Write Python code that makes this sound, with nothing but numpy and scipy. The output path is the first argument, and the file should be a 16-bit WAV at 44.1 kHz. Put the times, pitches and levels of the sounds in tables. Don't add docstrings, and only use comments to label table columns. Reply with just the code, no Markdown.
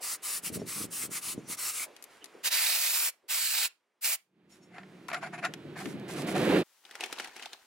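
import sys
import numpy as np
from scipy import signal
from scipy.fft import rfft, irfft, next_fast_len
from scipy.io import wavfile
from scipy.ndimage import uniform_filter1d

SR = 44100
rng = np.random.default_rng(int(sys.argv[2]) if len(sys.argv) > 2 else 0)


def to_wav(s):
    ch = np.atleast_2d(s).T
    pcm = np.round(np.clip(ch, -1, 1) * 32767)
    wavfile.write(sys.argv[1], SR, pcm.astype(np.int16))


N = 337799
T = np.arange(N) / SR
JUMP_S = 6.628

# [f/Hz, relative level/dB]
BRISTLE_SPECTRUM = [(800, -2.5), (2200, 2.5), (3500, 0), (5600, -1.5), (7000, -1), (10500, -0.5),
                    (13000, -8.5), (16000, -19.5)]
# [f/Hz, relative level/dB]
GRIT_SPECTRUM = [(300, -47), (700, 6.5), (1000, 4.5), (1500, 6.5), (2400, 3.5), (3300, -10), (5000, -11.5),
                 (11000, -30), (13500, -37)]
# [f/Hz, left minus right level/dB, coherence, left's phase lead/rad]
CAN_PLACE = [(500, -0.5, 0.82, 0.3), (2500, -1.5, 0.88, 0), (4470, -1, 0.94, -0.26), (8900, 0.5, 0.74, 0.8),
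             (11900, 4.5, 0.84, -2.03), (15000, -4, .3, -2)]
RIGHT_PLACE = [(120, 9.5, 0.68, 2.5), (494, -1.5, 1, -1.3), (2420, -5, 0.78, 0.7), (3650, -6, 0.31, -0.76),
               (6910, -2, 0.98, -1.22), (11370, 3, 0.37, -2.5), (14850, -2.5, 0.34, -5.5)]
LEFT_PLACE = [(402, -1, 1, 0.68), (2000, 1, 0.88, 0.0061), (3980, 3, 0.4, 0.012), (11750, 4.5, 0.14, 1)]


def amp(db):
    return 10 ** (np.asarray(db) / 20)


def evened(x):
    return x / np.sqrt(np.mean(x ** 2) + 1e-20)


def read(points, hz, axis=1):
    columns = np.transpose(points)
    return np.interp(np.log(hz + 1), np.log(columns[0] + 1), columns[axis])


def level(rows):
    return amp(np.interp(T, *np.transpose(rows)))


def add(mix, s, sound):
    part = mix[:, round(s * SR):][:, :sound.shape[1]]
    part += sound[:, :part.shape[1]]


def filtered(x, gain):
    size = next_fast_len(x.shape[-1], True)
    spectrum = rfft(x, size) * gain(np.fft.rfftfreq(size, 1 / SR))
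    return irfft(spectrum, size)[..., :x.shape[-1]]


def placed(z, place):
    def same(hz):
        return np.clip(read(place, hz, axis=2), 0, 1)

    def lead(hz):
        return read(place, hz, axis=3) * np.minimum(hz / 1000, 1)

    right = filtered(z[0], lambda hz: same(hz) * np.exp(-1j * lead(hz)))
    right += filtered(z[1], lambda hz: np.sqrt(1 - same(hz) ** 2))
    return filtered(np.array([z[0], right]), lambda hz: amp(np.outer([.5, -.5], read(place, hz))))


def coloured(z, spectrum):
    return evened(filtered(z, lambda hz: amp(read(spectrum, hz)) * hz / (hz + 20)))


def noise():
    return rng.standard_normal((2, N))


def grains(per_s, spread_db):
    size_db = spread_db * np.minimum(rng.exponential(1, N), 4)
    size = amp(size_db) * (rng.random(N) < per_s / SR)
    return evened(size * noise())


def two_bands(x, split_hz, low_gain, high_gain):
    low = filtered(x, lambda hz: 1 / (1 + (hz / split_hz) ** 10))
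    return evened(low) * low_gain + evened(x - low) * high_gain


def impulse(spectrum, tilt_db=0, size=4096):
    hz = np.fft.rfftfreq(size, 1 / SR)
    cepstrum = irfft(np.log(amp(read(spectrum, hz) + tilt_db * np.log2(1 + hz / 1000))))
    cepstrum[1:size // 2] *= 2
    cepstrum[size // 2 + 1:] = 0
    return irfft(np.exp(rfft(cepstrum)))


def blow(click, scatter, decay_s, size=4096):
    drive = scatter * rng.standard_normal((2, size)) * np.exp(-np.arange(size) / SR / decay_s)
    drive[0, 0] = 1
    drive[1, 0] = rng.choice([-1, 1])
    sound = signal.fftconvolve(drive, click[None], axes=1)[:, :size]
    return sound / abs(sound).max()


def gate(start, end, ramp_s):
    rise, fall = np.clip((np.array([T - start, end - T]) / ramp_s + 1) / 2, 0, 1)
    opening = np.minimum(rise, fall)
    return opening ** 2 * (3 - 2 * opening)


def swell(s, rise_s, fall_s):
    return np.exp(-np.minimum(np.maximum((s - T) / rise_s, (T - s) / fall_s), 40))


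def shifting(x, depth_db, size):
    z = signal.stft(x, nperseg=512)[2]
    patches = rng.standard_normal(z.shape[1:])
    for _ in range(2):
        patches = uniform_filter1d(patches, size=3, axis=0)
        patches = uniform_filter1d(patches, size=size, axis=1)
    return signal.istft(z * amp(depth_db * evened(patches)), nperseg=512)[1][:, :N]


def ring(x):
    # [f/Hz, half-power width/Hz, relative level/dB]
    hub_modes = [(707, 48.4, 8.5), (1430, 81, 1), (1800, 30, -1.5), (2070, 90, -1), (2570, 34, -9),
                 (3810, 41, -12.5), (4370, 39, -15), (5450, 18, -17), (6030, 25, -20.5), (6540, 30, -17.5),
                 (7060, 48, -11.5), (7560, 42, -11.5), (9060, 38, -13.5), (10630, 47, -9.5)]

    def response(hz):
        total = 0
        for k, (f, width, db) in enumerate(hub_modes):
            total = total + (-1) ** k * amp(db) / (1 + 1j * (hz - f ** 2 / (hz + 1)) / width)
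        return total

    return filtered(x, response)


def rocking(x, depth, rate_hz):
    bend = filtered(rng.standard_normal(N), lambda hz: (hz / rate_hz) ** 2 / (1 + (hz / rate_hz) ** 6))
    drift = np.cumsum(depth * evened(bend))
    low = filtered(x, lambda hz: 1 / (1 + (hz / 4400) ** 10))
    moment = np.arange(N) + drift - drift.mean()
    return x - low + np.array([np.interp(moment, np.arange(N), side) for side in low])


def jet(spectrum, place, presses, wet_db, swell_db, ramp_s, cavity_db, flutter_db):
    z = shifting(placed(noise(), place), cavity_db, size=18)
    splash = hiss = 0
    for opens, shuts, hiss_db, splash_db in presses:
        growth_db = swell_db * np.interp(T, [opens, shuts], [-.5, .5])
        flow = gate(opens, shuts, ramp_s) * amp(growth_db)
        splash = splash + amp(splash_db) * flow
        hiss = hiss + amp(hiss_db) * flow
    flutter = flutter_db * evened(uniform_filter1d(rng.standard_normal(N), size=900))
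    return two_bands(coloured(z, spectrum), 6500, splash * amp(wet_db + flutter), hiss * amp(flutter / 2))


def aerosol():
    # [opens t/s, shuts t/s, nozzle hiss level/dB, splash on the part level/dB]
    squirts = [(0.024, 0.154, -35.5, -40.5), (0.237, 0.388, -34.5, -42), (0.44, 0.489, -34, -40),
               (0.535, 0.565, -35.5, -43.5), (0.674, 0.852, -37.5, -43.5), (0.919, 1.062, -36, -44.5),
               (1.116, 1.19, -36, -42.5), (1.223, 1.335, -37.5, -43), (1.489, 1.546, -36.5, -43.5),
               (1.584, 1.714, -33.5, -39.5), (1.73, 1.847, -35.5, -41.5)]
    # [f/Hz, relative level/dB]
    spray_spectrum = [(400, -18), (900, -11.5), (1250, -2), (1550, -8.5), (2200, -3.5), (3300, -7),
                      (4400, -3.5), (6400, -3), (8000, 3), (10400, 3.5), (12500, 0.5), (15700, -4)]
    pocket_times = [1.03, 1.16, 1.54, 1.8]
    pocket_hz, pocket_width_hz, pocket_db, pocket_s = 2120, 230, 9, 0.018
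    spray = jet(spray_spectrum, CAN_PLACE, squirts, wet_db=0, swell_db=2.5,
                ramp_s=0.023, cavity_db=1.8, flutter_db=0.7)
    hoot = filtered(spray, lambda hz: 1 / (1 + ((hz - pocket_hz) / pocket_width_hz) ** 2))
    passing = sum(swell(s, pocket_s, pocket_s) for s in pocket_times)
    return spray + hoot * (amp(pocket_db * passing) - 1)


def air_blasts():
    # [opens t/s, shuts t/s, relative nozzle hiss level/dB, relative roar on the part level/dB]
    blasts = [(2.45, 2.483, -27.5, -38.5), (2.516, 3.093, -30.5, -37), (3.299, 3.668, -32, -36.5),
              (4.029, 4.149, -29.5, -37)]
    # [f/Hz, relative level/dB]
    air_spectrum = [(150, -46.5), (350, -25), (650, -10.5), (1200, -8.5), (1600, -4), (2450, 1), (3400, -3),
                    (4400, 1), (6200, -4), (7600, -3.5), (11500, -4.5), (15500, -7)]
    hollow_s, hollow_length_s, hollow_db, hollow_hz = 3.46, 0.095, -17, 1094
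    wet_db = 9.5 * np.exp(-np.maximum(T - blasts[0][0], 0) / 0.13)
    air = amp(2.5) * jet(air_spectrum, RIGHT_PLACE, blasts, wet_db, swell_db=0.4,
                         ramp_s=0.022, cavity_db=1.5, flutter_db=2.0)
    lows = filtered(air, lambda hz: 1 / (1 + (hz / hollow_hz) ** 4))
    turned = gate(hollow_s - hollow_length_s / 2, hollow_s + hollow_length_s / 2, ramp_s=0.022)
    air = air + lows * (amp(hollow_db * turned) - 1)
    far = filtered(air[::-1], lambda hz: np.exp(-2j * np.pi * hz * 0.051) / (1 + (hz / 4500) ** 4))
    return air + amp(-29.5) * far


def tray():
    # [t/s, level of the drumming/dB]
    sweeps = [(0.569, -35.5), (.835, -41.5), (1.07, -47), (1.35, -47), (1.495, -52.5)]
    # [t/s, peak level/dB]
    slugs = [(0.561, -37), (.618, -25.5), (1.378, -26)]
    # [f/Hz, relative level/dB]
    thud_spectrum = [(40, -31.5), (90, -8.5), (190, 1), (380, -5.5), (600, -16), (1000, -36), (2500, -52),
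                     (9000, -80.5)]
    stream = sum(amp(db) * swell(s, rise_s=0.055, fall_s=0.051) for s, db in sweeps)
    drumming = coloured(placed(grains(600, 1.2), CAN_PLACE), thud_spectrum)
    fizz = coloured(placed(noise(), CAN_PLACE), BRISTLE_SPECTRUM)
    out = (drumming + amp(-18) * fizz) * stream
    for s, db in slugs:
        add(out, s, amp(db) * blow(impulse(thud_spectrum), scatter=0.054, decay_s=0.013)[:1])
    return out


def bumps():
    # [t/s, level/dB, f/Hz]
    knocks = [(.008, -53.5, 620), (1.868, -52, 520), (2.22, -58.5, 370), (2.352, -50, 420),
              (3.239, -64.5, 428), (5.49, -45, 348), (5.655, -43.5, 298), (5.856, -31.5, 263),
              (5.945, -40.5, 228), (6.1, -62, 652)]
    q = 1.6
    shudder, out = placed(noise(), RIGHT_PLACE), np.zeros((2, N))
    for s, db, pitch in knocks:
        body = filtered(shudder, lambda hz: 1 / (1 + (q * (hz / pitch - pitch / (hz + 1))) ** 2))
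        out += amp(db) * evened(body) * swell(s, rise_s=0.0058, fall_s=0.038)
    return out


def scrapes():
    # [middle t/s, length t/s, relative level/dB]
    drags = [(4.774, 0.14, -52), (5.09, 0.012, -37.5), (5.106, 0.03, -42), (5.135, 0.015, -33),
             (5.145, 0.035, -35), (5.168, 0.05, -38.5), (5.236, 0.052, -37), (5.27, 0.045, -41),
             (5.345, 0.049, -38.5), (5.389, 0.037, -41), (5.452, 0.056, -29), (5.767, 0.029, -43.5),
             (5.807, 0.07, -41), (6.099, 0.023, -43.5), (6.194, 0.021, -39.5), (6.287, 0.028, -37),
             (6.36, 0.029, -31.5)]
    force = 0
    for s, length, db in drags:
        force = force + amp(db) * np.exp(-np.minimum((np.pi * (T - s) / length) ** 2, 50))
    slips = grains(9000, 1.9) + 0.36 * grains(850, spread_db=1.5)
    slips = evened(shifting(placed(slips, LEFT_PLACE), depth_db=2, size=3))
    gain = 1 / np.std(ring(slips))
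    rub = coloured(slips, GRIT_SPECTRUM) * force
    modes = gain * rocking(ring(slips * force), depth=0.013, rate_hz=11)
    return amp(-1.5) * rub + amp(-3.5) * modes


def clinks():
    # [t/s, relative peak level/dB, treble tilt/dB per octave]
    contacts = [(1.965, -35.5, -0.5), (2.025, -31, 9), (2.041, -30, 8), (2.243, -27.5, 3),
                (2.258, -35.5, 1.5), (4.783, -33, -18), (4.833, -43, -17), (5.084, -28, 0),
                (5.101, -34, -3), (5.116, -26.5, -17), (5.132, -33, -1), (5.145, -23, -7), (5.451, -20, -7),
                (5.538, -25, -4.5), (5.857, -26.5, -8.5), (5.998, -43, -2)]
    # [f/Hz, relative level/dB]
    tick_spectrum = [(300, -32), (1000, -7.5), (2200, 8), (4000, 5.5), (7000, 2), (9000, -1), (11500, 4),
                     (14500, -20.5)]
    out = np.zeros((2, N))
    for s, db, tilt in contacts:
        add(out, s, amp(db + 1.5) * blow(impulse(tick_spectrum, tilt), scatter=0.11, decay_s=0.0047))
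    return placed(out + amp(6.0) * ring(out), LEFT_PLACE)


def flicks():
    # [t/s, level of the singing/dB]
    touches = [(.6, -56.5), (1.39, -63), (1.47, -58.5), (4.525, -63), (4.635, -66.5)]
    rub = coloured(placed(noise(), CAN_PLACE), BRISTLE_SPECTRUM)
    sing = evened(filtered(ring(ring(rub)), lambda hz: 1 / (1 + ((hz - 5660) / 850) ** 4)))
    touch = sum(amp(db) * swell(s, rise_s=.012, fall_s=0.031) for s, db in touches)
    return (sing + amp(-3) * rub) * touch


def squeak():
    rub = filtered(placed(noise(), RIGHT_PLACE), lambda hz: 1 / (1 + ((hz - 2960) / 200) ** 2))
    return amp(-52.5) * evened(rub) * swell(2.23, rise_s=0.011, fall_s=.005)


def brush():
    # [start t/s, end t/s, relative level/dB]
    stroke_rows = [(2.098, 2.17, -70.5), (4.497, 4.569, -71), (5.773, 5.832, -54.5), (5.835, 5.921, -58),
                   (6.084, 6.137, -52), (6.16, 6.217, -50), (6.269, 6.317, -48.5), (6.348, 6.599, -51)]
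    strokes = []
    for start, end, db in stroke_rows:
        trail = swell(end, rise_s=0.0055, fall_s=0.019)
        strokes.append(amp(db) * np.maximum(gate(start, end, ramp_s=0.011), trail))
    hiss = amp(6.5) * coloured(placed(noise() + grains(1300, 2.8), RIGHT_PLACE), BRISTLE_SPECTRUM)
    snags = amp(-1.5) * coloured(placed(grains(400, 2), RIGHT_PLACE), GRIT_SPECTRUM)
    return (hiss + snags) * np.max(strokes, axis=0)


def crackles(low_hz, high_hz, cycles, spread_db, count, size=256):
    when, pitch, strength, side = rng.random((count, 4)).T
    turns = np.outer(low_hz * (high_hz / low_hz) ** pitch, np.arange(size) / SR)
    strengths = amp(-spread_db * np.log(strength + 0.032))[:, None]
    pops = np.sin(2 * np.pi * turns) * np.exp(-turns / cycles) * strengths
    starts = (JUMP_S * SR + when * (N - size - JUMP_S * SR)).astype(int)
    at = starts[:, None] + np.arange(size)
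    signs = np.sign(side - .5)[:, None]
    out = np.array([np.bincount(at.ravel(), (pops * gain).ravel(), N) for gain in (1, signs)])
    return out / np.std(out[:, T > JUMP_S])


def bag():
    # [t/s, peak level before placing/dB, f/Hz]
    snaps = [(6.852, -37, 3660), (6.911, -35, 1950), (6.954, -28, 1740), (7.008, -22, 2900),
             (7.038, -19, 2860), (7.06, -28.5, 781), (7.127, -20.5, 802), (7.186, -29, 3500),
             (7.199, -21, 1730), (7.222, -36, 2390), (7.245, -26, 1770), (7.256, -44, 2010),
             (7.274, -34, 830), (7.365, -29, 790), (7.396, -33, 1970), (7.425, -29, 3020),
             (7.433, -34, 2660), (7.458, -26.5, 3450), (7.532, -28.5, 3800)]
    # [f/Hz, relative level/dB]
    film_spectrum = [(100, -23.5), (380, 0.5), (600, -6), (800, 0.5), (1020, -15), (1400, -4), (2600, -3.5),
                     (5200, -10), (9600, -16), (16000, -32)]
    crease_db, crease_q = 8, 2.9
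    strain = amp(-52) * swell(7.2, rise_s=0.28, fall_s=0.29) * (T > snaps[0][0])
    strain = strain + sum(amp(db - 22.5) * swell(s, rise_s=0.013, fall_s=0.013) for s, db, _ in snaps)
    small = crackles(low_hz=740, high_hz=6750, cycles=2.6, spread_db=4.5, count=650)
    small = filtered(small, lambda hz: (1j * hz / (1j * hz + 350)) ** 2)
    rustle = coloured(grains(3000, 1.2), film_spectrum)
    out = (amp(-3.5) * small + amp(-4.0) * rustle) * strain
    for s, db, pitch in snaps:
        snap = blow(impulse(film_spectrum, tilt_db=3.5), scatter=0.18, decay_s=0.0049)
        snap = filtered(snap, lambda hz: 1 + amp(crease_db) / (1 + 2j * crease_q * (hz / pitch - 1)))
        add(out, s, amp(db) * snap / abs(snap).max())
    return placed(out, LEFT_PLACE)


def hum():
    # [t/s, f/Hz]
    note_pitch = [(4.85, 188), (5.2, 155), (5.7, 140.4)]
    turn = np.exp(2j * np.pi * np.cumsum(np.interp(T, *np.transpose(note_pitch))) / SR)
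    real, imaginary = filtered(noise(), lambda hz: 1 / (1 + (hz / 10) ** 4))
    return evened((turn * (real + 1j * imaginary)).real)


def rumble():
    # [t/s, relative level/dB]
    approach = [(4.2, -99), (4.39, -68), (4.8, -56.5), (5.5, -50.5), (6.11, -42.5), (6.15, -37.5),
                (6.32, -33.5), (6.37, -28.5), (6.57, -22.5), (6.625, -30.5)]
    # [f/Hz, relative level/dB]
    rumble_spectrum = [(25, -48.5), (50, -21.5), (100, -4.5), (180, 10), (260, 5), (350, 9), (450, -2),
                       (600, -5.5), (850, -13), (1100, -15.5), (2400, -16.5), (4000, -22), (6500, -42)]
    # [f/Hz, left minus right level/dB, coherence, left's phase lead/rad]
    distant_place = [(179, 0, 0.97, -0.46), (546, -3.5, 0.97, -0.75), (1660, -7.5, 0.86, -0.53),
                     (3530, -1.5, 0.77, -1.56)]
    far_db, near_db = -5, -4.5
    drone = coloured(placed(noise(), distant_place), rumble_spectrum)
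    near = np.interp(T, [5.8, 6.45], [0, 1])
    deep = filtered(drone, lambda hz: 1 / (1 + (hz / 175) ** 4))
    growl = filtered(drone, lambda hz: 1 / (1 + ((hz - 580) / 110) ** 4))
    deep_share = np.interp(near, [0, 1], [.6, -.3])
    growl_share = np.interp(near, [0, 1], [-.2, .45])
    drone = drone + deep * deep_share + growl * growl_share
    waver_db = 0.35 * evened(filtered(rng.standard_normal(N), lambda hz: 1 / (1 + (hz / 14) ** 4)))
    gain = level(approach) * amp(waver_db) * (T > approach[0][0])
    roar = two_bands(drone, 371, amp(-1.3), amp(far_db + near * (near_db - far_db)))
    return gain * (roar + amp(-6.5) * (1 - near) * hum())


def yard():
    # [f/Hz, relative level/dB]
    yard_spectrum = [(40, -37), (150, -20.5), (360, -9), (750, -12.5), (2200, -15.5), (3800, -23.5),
                     (9900, -31.5), (16000, -39)]
    # [t/s, level/dB]
    yard_level = [(2.42, -59), (2.7, -70), (4.35, -86), (4.9, -62)]
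    wash = shifting(placed(noise(), CAN_PLACE), depth_db=1, size=10)
    return coloured(wash, yard_spectrum) * level(yard_level)


def echoes(x, t60, dull_hz, size=22050):
    t = np.arange(size) / SR
    tail = rng.standard_normal((2, size)) * amp(-60 * t / t60) * (t > .004)
    tail = filtered(tail / np.linalg.norm(tail[0]), lambda hz: 1 / (1 + 1j * hz / dull_hz))
    return signal.fftconvolve(x, tail, axes=1)[:, :N]


def scene():
    # [f/Hz, relative level/dB]
    room_spectrum = [(40, -35.5), (200, -17), (870, -6), (6500, -8.5), (16000, -13)]
    work = aerosol() + air_blasts() + tray() + bumps() + scrapes() + clinks() + flicks() + squeak() + brush()
    surroundings = amp(-14.5) * echoes(work, t60=0.21, dull_hz=2490)
    outdoors = work + surroundings + rumble() + yard()
    film = bag()
    walls = amp(-10) * echoes(film, t60=.3, dull_hz=5000)
    room = amp(-66.0) * coloured(placed(noise(), LEFT_PLACE), room_spectrum)
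    indoors = film + walls + room
    inside = np.clip((T - JUMP_S) / 0.016 + .5, 0, 1)
    return (1 - inside) * outdoors + inside * indoors


def record(dry):
    low_pass = signal.firwin(511, 15900, window=("kaiser", 9), fs=SR)
    return signal.oaconvolve(dry, low_pass[None], "same")


dry = scene()
out = record(dry)
to_wav(out)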